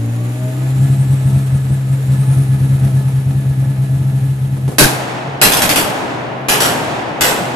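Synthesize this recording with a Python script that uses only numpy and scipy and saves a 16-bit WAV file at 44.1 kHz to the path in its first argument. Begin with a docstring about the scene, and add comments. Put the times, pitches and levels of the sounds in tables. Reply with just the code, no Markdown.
"""Launch limiter and backfires in a concrete car park.

A standing turbocharged four-cylinder car revs up against its launch limiter. Periodic firings make
the exhaust drone, and the limiter chops it into throbs, while turbulent gas roars and the turbo
whistles. Then the throttle closes and unburnt fuel explodes in the tailpipe: volleys of bangs
overload the microphone and reverberate round the hall."""
import sys
import numpy as np
from scipy import signal
from scipy.fft import rfft, irfft
from scipy.io import wavfile
from scipy.ndimage import uniform_filter1d

SR = 44100
rng = np.random.default_rng(int(sys.argv[2]) if len(sys.argv) > 2 else 0)


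def waveform_to_disk(signal):
    """Save audio, clipped to [-1, 1], as 16-bit WAV at the path in sys.argv[1]."""
    frames = np.transpose(np.atleast_2d(signal))
    scaled = np.clip(frames, -1, 1) * 32767
    samples = np.round(scaled).astype(np.int16)
    wavfile.write(sys.argv[1], SR, samples)


N = 332980
TIME = np.arange(N) / SR
LIMITER_S, LIFT_S = 0.71, 4.7  # the limiter cuts in; the foot comes off the throttle

# Bursts in which the limiter lets the cylinders fire. Each row: start in seconds, length in seconds.
BURSTS = [(0.804, 0.055), (.896, 0.043), (0.988, 0.038), (1.096, .05), (1.249, .04), (1.327, 0.057),
          (1.521, 0.046), (1.704, .038), (1.899, 0.048), (2.085, 0.061), (2.187, 0.039), (2.275, 0.058),
          (2.365, .06), (2.49, 0.069), (2.607, 0.055), (2.695, 0.066), (2.815, 0.059), (2.933, 0.066),
          (3.051, 0.041), (3.135, 0.064), (3.26, 0.053), (3.351, 0.047), (3.456, 0.068), (3.572, .072),
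          (3.667, 0.05), (3.783, 0.062), (3.897, .076), (3.994, .03), (4.048, 0.057), (4.132, 0.055),
          (4.216, .056), (4.285, 0.047), (4.411, 0.051), (4.514, .038), (4.634, 0.058)]
# Engine load, which drives drone, roar, hiss and turbo. Each row: time in seconds, load in dB.
ENGINE_LOAD = [(0, -3.5), (.8, 0), (1.3, -0.5), (1.87, -2.5), (2.35, 0), (2.53, -1.7), (2.88, -0.7),
               (3.15, -3), (3.65, -3.5), (4.17, -3.5), (4.5, -5)]
# Pitch of the turbo. Each row: time in seconds, whistle frequency in Hz.
TURBO_PITCH = [(0, 6550), (.35, 7000), (.75, 7300), (1.4, 8200), (2.05, 7060), (2.34, 9600), (2.7, 10300),
               (4.2, 10900)]
# The engine hunts after the lift. Each row: time in seconds, top firing rate in Hz, drone level in dB.
ENGINE_SURGES = [(4.83, 134, -21.5), (5.298, 138, -25), (6.421, 134, -29), (7.2, 136, -38)]
# Explosions in the tailpipe. Each row: start in seconds, crack in dB, burn time in seconds, boom in dB.
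EXPLOSIONS = [(4.7834, -4.5, 0.037, -8.5), (5.4148, -4.5, 0.036, -18), (5.519, -13.5, 0.031, -43),
              (5.568, -13.5, 0.013, -33), (5.619, -12, .011, -23), (5.6921, -12, 0.021, -36),
              (5.759, -11.5, 0.029, -25), (6.4849, -12, 0.05, -37), (6.6041, -12.5, 0.06, -43),
              (7.2091, -11.5, 0.052, -31), (7.28, -22, 0.018, -31)]


def exhaust(turns, level, gate):
    """Periodic firings radiate a harmonic series; their unequal strengths add rumble and hum."""
    # Overtones. Each row: multiple of the firing rate, relative dB on the run-up and on the limiter.
    orders = [(.5, -32, -28), (1.5, -18, -18), (2, -15.5, -25), (2.5, -17.5, -29), (3, -23.5, -39),
              (4, -28.5, -38), (5, -27.5, -35.5), (6, -32.5, -37), (6.5, -33, -38), (7, -39, -45),
              (9.5, -32, -50.5), (10, -44, -40.5)]
    # Spectrum of the uneven firings. Each row: frequency in Hz, level in dB.
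    rumble_spectrum = [(20, -12), (45, -12.5), (80, 6.5), (110, 9.5), (160, -1), (230, -3.5), (285, -10),
                       (400, -22), (700, -25), (2000, -74)]
    # A resonance that swells an overtone sweeping through it: centre in Hz, width in Hz, lift in dB.
    bark = (632, 30, 8)
    limiting, firing_hz = on_limiter(), engine_speed()
    # the faster the limiter chops, the more uneven the firings
    uneven_db = limiting * 12 * (np.minimum(uniform_filter1d(gate, size=6000), .55) - .55)
    # the walls carry the overtones on through the cuts
    carried = uniform_filter1d(level, size=5000) * gain_of(uneven_db)
    tone = level * np.sin(2 * np.pi * turns) * np.ones((2, 1))
    for order, free_db, limited_db in orders:
        # reflections part the phases of the two sides more as the pitch rises
        phase = rng.random() + 0.026 * order * rng.standard_normal((2, 1)) + 0.12 * wobble(18)
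        db = free_db + limiting * (limited_db - free_db) + 2.8 * wobble(14)
        db += peak_db(order * firing_hz, *bark)
        tone += carried * gain_of(db) * np.sin(2 * np.pi * (order * turns + phase))
    firings = (np.diff(np.floor(turns), prepend=0) > 0) * rng.standard_normal(N)
    colour = gain_of(spectrum_at(rumble_spectrum, np.fft.rfftfreq(N, 1 / SR)))
    rumble = level * gain_of(-21.5 + limiting * (6 + 2 * gate)) * unit_rms(irfft(rfft(firings) * colour))
    hum = carried * gain_of(-18 - 9.2 * limiting) * narrow_band(firings, hz=283, width_hz=29)
    return np.sqrt(2) * tone + rumble + hum


def limiter(ramp_s=.016, dip_s=0.0095, dip_db=-5):
    """Interrupted firing modulates the amplitude. Returns the burst gate (0-1) and the drone envelope."""
    # Drone on the run-up. Each row: time in seconds, level in dB.
    run_up = [(.28, -17), (.38, -21), (.45, -15.5), (.52, -20.5), (.62, -15.5), (.78, -12.5)]
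    gate = sum(np.clip(np.minimum(TIME - s, s + length - TIME) / ramp_s + .5, 0, 1)
               for s, length in BURSTS)
    burst_db = -8 + 1.04 * follow(ENGINE_LOAD)
    # a cut is deeper among crowded bursts, and deepest just before the cylinders fire again
    duty = uniform_filter1d(gate, size=12000)
    about_to_fire = np.interp(TIME + dip_s, TIME, gate)
    cut_db = burst_db - 4.5 - 4 * duty + dip_db * about_to_fire
    base_db = np.select([TIME < BURSTS[0][0], TIME < LIFT_S], [follow(run_up), cut_db], coasting_db())
    level = gain_of(base_db) + gate * (gain_of(burst_db) - gain_of(base_db))
    return uniform_filter1d(gate, size=200), uniform_filter1d(level, size=200)


def crank(gate, swing=.022, lag_cycles=.055, inertia_s=.06):
    """Phase, counted in firings, is the integral of a rate that rises in bursts and sags in cuts."""
    gained = signal.lfilter([1], [1, -np.exp(-1 / (inertia_s * SR))], gate) / (0.028 * SR)
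    ripple = gained - uniform_filter1d(gained, size=9000)
    hz = engine_speed() * (1 + swing * ripple + .004 * wobble(50))
    return np.cumsum(hz) / SR - lag_cycles * gate  # fired pulses arrive later than unfired ones


def engine_speed(start_hz=113.3, limit_hz=132.83, climb_s=.8, lowest_hz=123):
    """The firing rate sets the fundamental: it eases up to the limit, then hunts after the lift."""
    held = limit_hz - (limit_hz - start_hz) * np.maximum(1 - TIME / climb_s, 0) ** 1.3
    times, top_hz, _ = np.transpose(ENGINE_SURGES)
    hunting = surge_curve(times, top_hz, rise_per_s=95, sag_per_s=30, floor=lowest_hz)
    return np.where(TIME < times[0], held, hunting)


def coasting_db(choke_db=-14, choke_s=.3):
    """Envelope of the drone after the lift: surges swell it, and bangs in close succession choke it."""
    times, _, top_db = np.transpose(ENGINE_SURGES)
    swell_db = surge_curve(times, top_db, rise_per_s=77, sag_per_s=29, floor=-33)
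    choked = sum((TIME > s) * np.exp(-np.abs(TIME - s) / choke_s) for s, *_ in EXPLOSIONS)
    return swell_db + choke_db * np.clip(choked - 1, 0, 1)


def surge_curve(times, tops, rise_per_s, sag_per_s, floor):
    """Hunting is a slow oscillation: a quick linear rise to each top, then a gentler sag."""
    past = TIME - times[:, None]
    peaks = tops[:, None] - np.maximum(sag_per_s * past, -rise_per_s * past)
    return np.maximum(peaks.max(0), floor)


def on_limiter(fade_s=0.29):
    """Linear transition between regimes: 0 on the run-up, 1 on the limiter."""
    return np.clip((TIME - LIMITER_S) / fade_s + .5, 0, 1)


def backfires(refill_s=0.2, punch_s=0.04, body_rise_s=0.018, body_t60=0.49, boom_s=0.035):
    """Sudden combustion radiates a shock, a crackling flame, a hollow body and a boom; the hall echoes."""
    # Spectra of the flame's crack, the body and the boom. Each row: frequency in Hz, level in dB.
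    crack_spectrum = [(30, -2.5), (200, -1), (700, -0.5), (1500, 1), (3000, 1.5), (6000, -2), (8500, -2),
                      (11000, -0.5), (13000, -1), (14500, -16.5)]
    body_spectrum = [(30, -17), (100, -26), (280, -4.5), (450, 3.5), (650, -1.5), (900, 1), (1100, -2),
                     (1400, -1), (2000, -2), (3300, -3.5), (5000, -15), (8000, -8.5), (14000, -15)]
    boom_spectrum = [(25, 0), (60, -15), (130, 0.5), (200, -3), (290, -3), (400, -7), (550, -14),
                     (900, -26), (4000, -60)]
    out, t = np.zeros((2, N)), TIME[:SR]
    waits = np.diff([row[0] for row in EXPLOSIONS], prepend=0)
    for (s, crack_db, burn_s, boom_db), wait_s in zip(EXPLOSIONS, waits):
        ring = 0.71 + 2.9 * gain_of(boom_db)  # a heavier boom rings the tailpipe harder
        after_burn = np.maximum(t - burn_s, 0)
        flame_db = 3 * np.exp(-t / punch_s) - 35 * t - 60 * after_burn / 0.45 - .7
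        crackling = turbulence(crack_spectrum, SR, pipe=ring) * gain_of(flame_db + 1.5 * wobble(503)[:SR])
        body_db = -14 - 10.5 * np.exp(-wait_s / refill_s)  # fuel collects in the pipe between bangs
        decay_db = -60 * np.maximum(after_burn - .015, 0) / body_t60
        body = turbulence(body_spectrum, SR, pipe=ring) * gain_of(body_db + decay_db)
        body *= 1 - np.exp(-t / body_rise_s)
        boom = gain_of(boom_db) * turbulence(boom_spectrum, SR, pipe=0.9) * swell(t, boom_s)
        crack = gain_of(crack_db) * (crackling + gain_of(5) * shock(SR))
        add(out, s, near_reflections(crack + body + boom))
        # the echo grows with the crack, and by 4 dB per doubling of the burn time
        hall_db = -13 + 0.33 * crack_db + 4 * np.log2(burn_s / 0.053)
        add(out, s, gain_of(hall_db) * hall())
    return out


def shock(size, width_s=0.00045, spread_s=0.061, count=14):
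    """A blast wave, compression then rarefaction, and its reflections off floor, ceiling and pillars."""
    t, taps = TIME[:600], np.zeros((2, size))
    front = (1 - t / width_s) * np.exp(-t / width_s)
    path_s = np.append(0, rng.uniform(0.0017, spread_s, count))
    arrival_s = path_s + rng.uniform(0, 0.00061, (2, count + 1))  # each side has its own delay
    strength = np.exp(-arrival_s / spread_s) * np.append(1, rng.uniform(.3, 1, count))
    np.put_along_axis(taps, (arrival_s * SR).astype(int), strength, axis=1)
    return signal.fftconvolve(taps, front[None], axes=1)[:, :size]


def gas_rush(turns, gate):
    """Turbulent outflow roars and hisses, pulsing with firings and bursts; it fades as the bangs start."""
    # Spectra of the roar and the hiss. Each row: frequency in Hz, level in dB.
    roar_spectrum = [(180, -37), (300, -2.5), (340, -5.5), (362, -10.5), (426, -3), (495, -7), (678, -10),
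                     (1130, -14.5), (1670, -15.5), (1940, -14.5), (6000, -30.5), (7800, -33), (13200, -120)]
    hiss_spectrum = [(2500, -5.5), (4000, -5), (4800, -12), (6000, -8.5), (8500, -6), (11000, -3.5),
                     (12500, -8), (14500, -11.5)]
    # Metallic tones in the roar. Each row: frequency in Hz, half-width in Hz, relative level in dB.
    rings = [(1255, 21, -17), (1710, 24, -11.5)]
    load_db = follow(ENGINE_LOAD)
    gust = uniform_filter1d(np.roll(gate, round(0.022 * SR)), size=900) - .4  # trails each burst
    roar = turbulence(roar_spectrum, N, pipe=0.52)
    for hz, half_width, db in rings:
        ring_db = db + 2.7 * gust - 6.6 * np.maximum(1.2 - TIME, 0)
        roar += gain_of(ring_db) * narrow_band(rng.standard_normal((2, N)), hz, 2 * half_width)
    hiss = turbulence(hiss_spectrum, N)
    hiss_db = -37.5 + 1.2 * load_db + 1.5 * gust + 1.04 * wobble(80)
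    roar_db = -34.5 + 0.92 * load_db + 0.94 * gust + 0.73 * wobble(60)
    roar_db += 2 * (1 - on_limiter())  # louder while every cylinder fires
    puffs = unit_rms(1 + 0.078 * np.cos(2 * np.pi * turns))
    fade = gain_of(np.interp(TIME, [4.75, 5.1], [0, -15]))
    return fade * puffs * (roar * gain_of(roar_db) + hiss * gain_of(hiss_db))


def turbo(gate, spool_hz_per_s=7000, spool_lag_s=.13):
    """A breathy whistle follows rotor speed, higher in each burst, louder under load and spooling up."""
    hz = follow(TURBO_PITCH)
    spooling = np.maximum(uniform_filter1d(np.gradient(hz, TIME), size=6000), 0) / spool_hz_per_s
    db = -47.5 + 1.7 * follow(ENGINE_LOAD) + 6 * np.interp(TIME - spool_lag_s, TIME, spooling)
    # random frequency modulation widens the tone as the speed rises
    spread = .009 + 0.066 * on_limiter() * np.log2(hz / hz[0])
    centre_hz = hz * (1 + 0.02 * gate + spread * wobble(2500))
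    breath = resonate(rng.standard_normal((2, N)), centre_hz, width_hz=490)
    whistle = unit_rms(resonate(breath, centre_hz, width_hz=300))
    return whistle * gain_of(db + 2.6 * gate - 40 * np.maximum(TIME - 4.8, 0))


def turbo_chirps(lead_s=0.01, swell_s=0.019, width_hz=1100, toward_hz=9850, spun_up_hz=10100):
    """Boost peaks at the end of each burst, giving a Gaussian pulse of narrow-band hiss."""
    out, t = np.zeros((2, N)), TIME[:SR // 5] - 0.1
    envelope = np.exp(-(t / swell_s) ** 2)
    for start, length in BURSTS:
        s = start + length - lead_s
        whistle_hz = np.interp(s, *np.transpose(TURBO_PITCH))
        load_db = np.interp(s, *np.transpose(ENGINE_LOAD))
        hz = whistle_hz + 0.61 * (toward_hz - whistle_hz)
        # short bursts chirp hardest; the chirps fade once the turbo is spun up
        db = -28.5 + .7 * load_db - 260 * length - 0.02 * max(whistle_hz - spun_up_hz, 0)
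        band = [(1, -90), (hz - 2 * width_hz, -36), (hz - width_hz / 2, -4), (hz, 0),
                (hz + width_hz / 2, -4), (hz + 2 * width_hz, -36), (SR, -60)]
        add(out, s + t[0], gain_of(db) * turbulence(band, len(t)) * envelope)
    return out


def silencer_pops(t60=0.26):
    """Small explosions deep in the silencer are heard as dull noise with an exponential decay."""
    # Muffled explosions. Each row: start in seconds, level in dB.
    pops = [(2.867, -29), (2.991, -30), (3.31, -29), (4.568, -27), (4.68, -20.5), (4.716, -22.5)]
    # Their spectrum. Each row: frequency in Hz, level in dB.
    pop_spectrum = [(40, -26), (120, 6.5), (350, -1), (700, -6.5), (1800, -23), (5000, -28.5), (11000, -26),
                    (15000, -36)]
    out, t = np.zeros((2, N)), TIME[:SR // 2]
    for s, db in pops:
        add(out, s, turbulence(pop_spectrum, len(t)) * gain_of(db - 60 * t / t60))
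    return out


def howl(start_s=6.62, start_hz=642, rise_hz_per_s=820, glide_s=0.164, width_hz=90):
    """A noise-driven resonance and its octave glide upward, ringing hollow after the double bang."""
    out, t = np.zeros((2, N)), np.maximum(TIME - start_s, 0)
    hz = start_hz + rise_hz_per_s * np.minimum(t, glide_s)
    for multiple, db, peak_s in [(1, -19, 0.041), (2, -22, 0.04)]:
        ring = narrow_band(rng.standard_normal((2, N)), multiple * hz, width_hz)
        out += gain_of(db) * ring * swell(t, peak_s)
    return out


def near_reflections(x, spacing_hz=170):
    """Interference of near reflections, as random spectral ripple, makes each side's treble jagged."""
    size = x.shape[1]
    hz, knots = np.fft.rfftfreq(2 * size, 1 / SR), np.arange(0, SR / 2, spacing_hz)
    shared, left, right = (np.interp(hz, knots, row) for row in rng.standard_normal((3, len(knots))))
    depth_db = np.interp(hz, [700, 2000, 6000], [0, 3, 4])
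    ripple = np.minimum(shared + .5 * np.array([left, right]), 1.4)
    response = gain_of(depth_db * (ripple - depth_db / 12))  # the offset roughly preserves the power
    return irfft(rfft(x, 2 * size) * response)[:, :size]


def hall(build_s=0.03, flutter_db=0.5):
    """Reverberation between concrete walls: the diffuse field builds up, then loses its treble first."""
    # Spectrum of the echo. Each row: frequency in Hz, level in dB.
    echo_spectrum = [(40, -24), (90, -7.5), (140, 1), (300, -1.5), (450, -4), (700, -0.5), (950, -3),
                     (1200, -6.5), (1800, -8), (3000, -11.5), (5000, -17), (8000, -15), (14000, -20)]
    # Reverberation time. Each row: frequency in Hz, time to fall 60 dB in seconds.
    decay_times = [(100, 3.5), (400, 6.8), (900, 5.6), (2000, 4), (4000, 2.33), (8000, 1.19), (14000, 0.79)]
    size = 3 * SR
    hz, t, frames = signal.stft(turbulence(echo_spectrum, size, pipe=0.3), SR, nperseg=512)
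    decay = gain_of(-60 * t / spectrum_at(decay_times, hz)[:, None])
    _, tail = signal.istft(frames * decay, SR, nperseg=512)
    envelope = (1 - np.exp(-TIME / build_s)) * gain_of(flutter_db * wobble(45.6))
    return tail[:, :size] * envelope[:size]


def turbulence(spectrum, size, pipe=0):
    """Source and filter: partly coherent stereo noise, coloured and lifted by the tailpipe's modes."""
    # Likeness of the two sides. Each row: frequency in Hz, left-right correlation.
    coherence = [(30, .7), (60, .88), (130, .9), (290, .66), (640, .36), (1400, -.05), (3000, 0),
                 (7000, .55), (11000, .6), (14000, .5)]
    # Tailpipe resonances. Each row: frequency in Hz, width in Hz, lift in dB at pipe=1.
    pipe_modes = [(298, 15, 7.5), (432, 41, 3), (599, 37, 6), (827, 140, 5), (1540, 250, 4), (2560, 130, 4),
                  (2840, 79, 1), (4920, 100, 3.5)]
    hz = np.fft.rfftfreq(size, 1 / SR)
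    mid, side = rfft(rng.standard_normal((2, size)))
    correlation = spectrum_at(coherence, hz)
    mid, side = mid * np.sqrt(1 + correlation), side * np.sqrt(1 - correlation)
    lift_db = sum(peak_db(hz, *mode) for mode in pipe_modes)
    colour = gain_of(spectrum_at(spectrum, hz) + pipe * lift_db)
    return unit_rms(irfft(np.array([mid + side, mid - side]) * colour, size))


def resonate(x, hz, width_hz):
    """A damped resonator of unit gain, whose centre frequency may vary in time."""
    carrier = np.exp(2j * np.pi * np.cumsum(hz * np.ones(N)) / SR)
    pole = np.exp(-np.pi * width_hz / SR)
    return 2 * (carrier * signal.lfilter([1 - pole], [1, -pole], x / carrier)).real


def narrow_band(x, hz, width_hz):
    """Two equal resonators in cascade give steeper skirts; the result has rms 1."""
    return unit_rms(resonate(resonate(x, hz, width_hz), hz, width_hz))


def peak_db(hz, centre_hz, width_hz, lift_db):
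    """The bell-shaped lift of a resonance."""
    return lift_db / (1 + (2 * (hz - centre_hz) / width_hz) ** 2)


def swell(t, peak_s):
    """A squared critically damped pulse, reaching 1 at peak_s."""
    return (t / peak_s * np.exp(1 - t / peak_s)) ** 2


def wobble(per_s):
    """Random fluctuation of rms about 1, interpolated between per_s values a second."""
    knots = rng.standard_normal(N // 8)
    return np.interp(TIME * per_s, np.arange(len(knots)), knots) * np.sqrt(3 / 2)


def gain_of(db):
    """Decibels to amplitude."""
    return 10 ** (np.asarray(db) / 20)


def unit_rms(x):
    """Normalises to rms 1."""
    return x / np.sqrt(np.mean(x ** 2) + 1e-20)


def spectrum_at(points, hz):
    """Interpolates a table on a log-frequency axis."""
    f, value = np.transpose(points)
    return np.interp(np.log(hz + 1), np.log(f + 1), value)


def follow(curve):
    """Interpolates a time curve at every sample."""
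    return np.interp(TIME, *np.transpose(curve))


def add(mix, s, sound):
    """Superposes a sound on the mix at s seconds."""
    part = mix[:, round(s * SR):][:, :sound.shape[-1]]
    part += sound[..., :part.shape[-1]]


def scene():
    """The sources superpose; a level difference sets exhaust and backfires slightly to the left."""
    gate, level = limiter()
    turns = crank(gate)
    drone = exhaust(turns, level, gate) * gain_of([[.55], [-.55]])
    engine = drone + gas_rush(turns, gate) + turbo(gate) + turbo_chirps()
    return engine + silencer_pops() + howl() + backfires() * gain_of([[.3], [-.3]])


def record(dry, lead_s=.000016, cutoff_hz=14400):
    """Two band-limited microphones, the left a little nearer, saturate on the bangs."""
    # Imbalance of the microphones. Each row: frequency in Hz, left minus right in dB.
    balance = [(130, 0), (700, 1), (2500, -1.6), (5000, -.6), (8500, -1), (13000, 1)]
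    hz = np.fft.rfftfreq(N, 1 / SR)
    left = gain_of(spectrum_at(balance, hz) / 2) * np.exp(1j * np.pi * hz * lead_s)
    heard = irfft(rfft(dry) * np.array([left, 1 / left]), N)
    saturated = heard / (1 + heard ** 6) ** (1 / 6)
    lowpass = signal.firwin(255, cutoff_hz, window=("kaiser", 7), fs=SR)
    return np.clip(signal.oaconvolve(saturated, lowpass[None], "same"), -1, 1)


dry = scene()
out = record(dry)
waveform_to_disk(out)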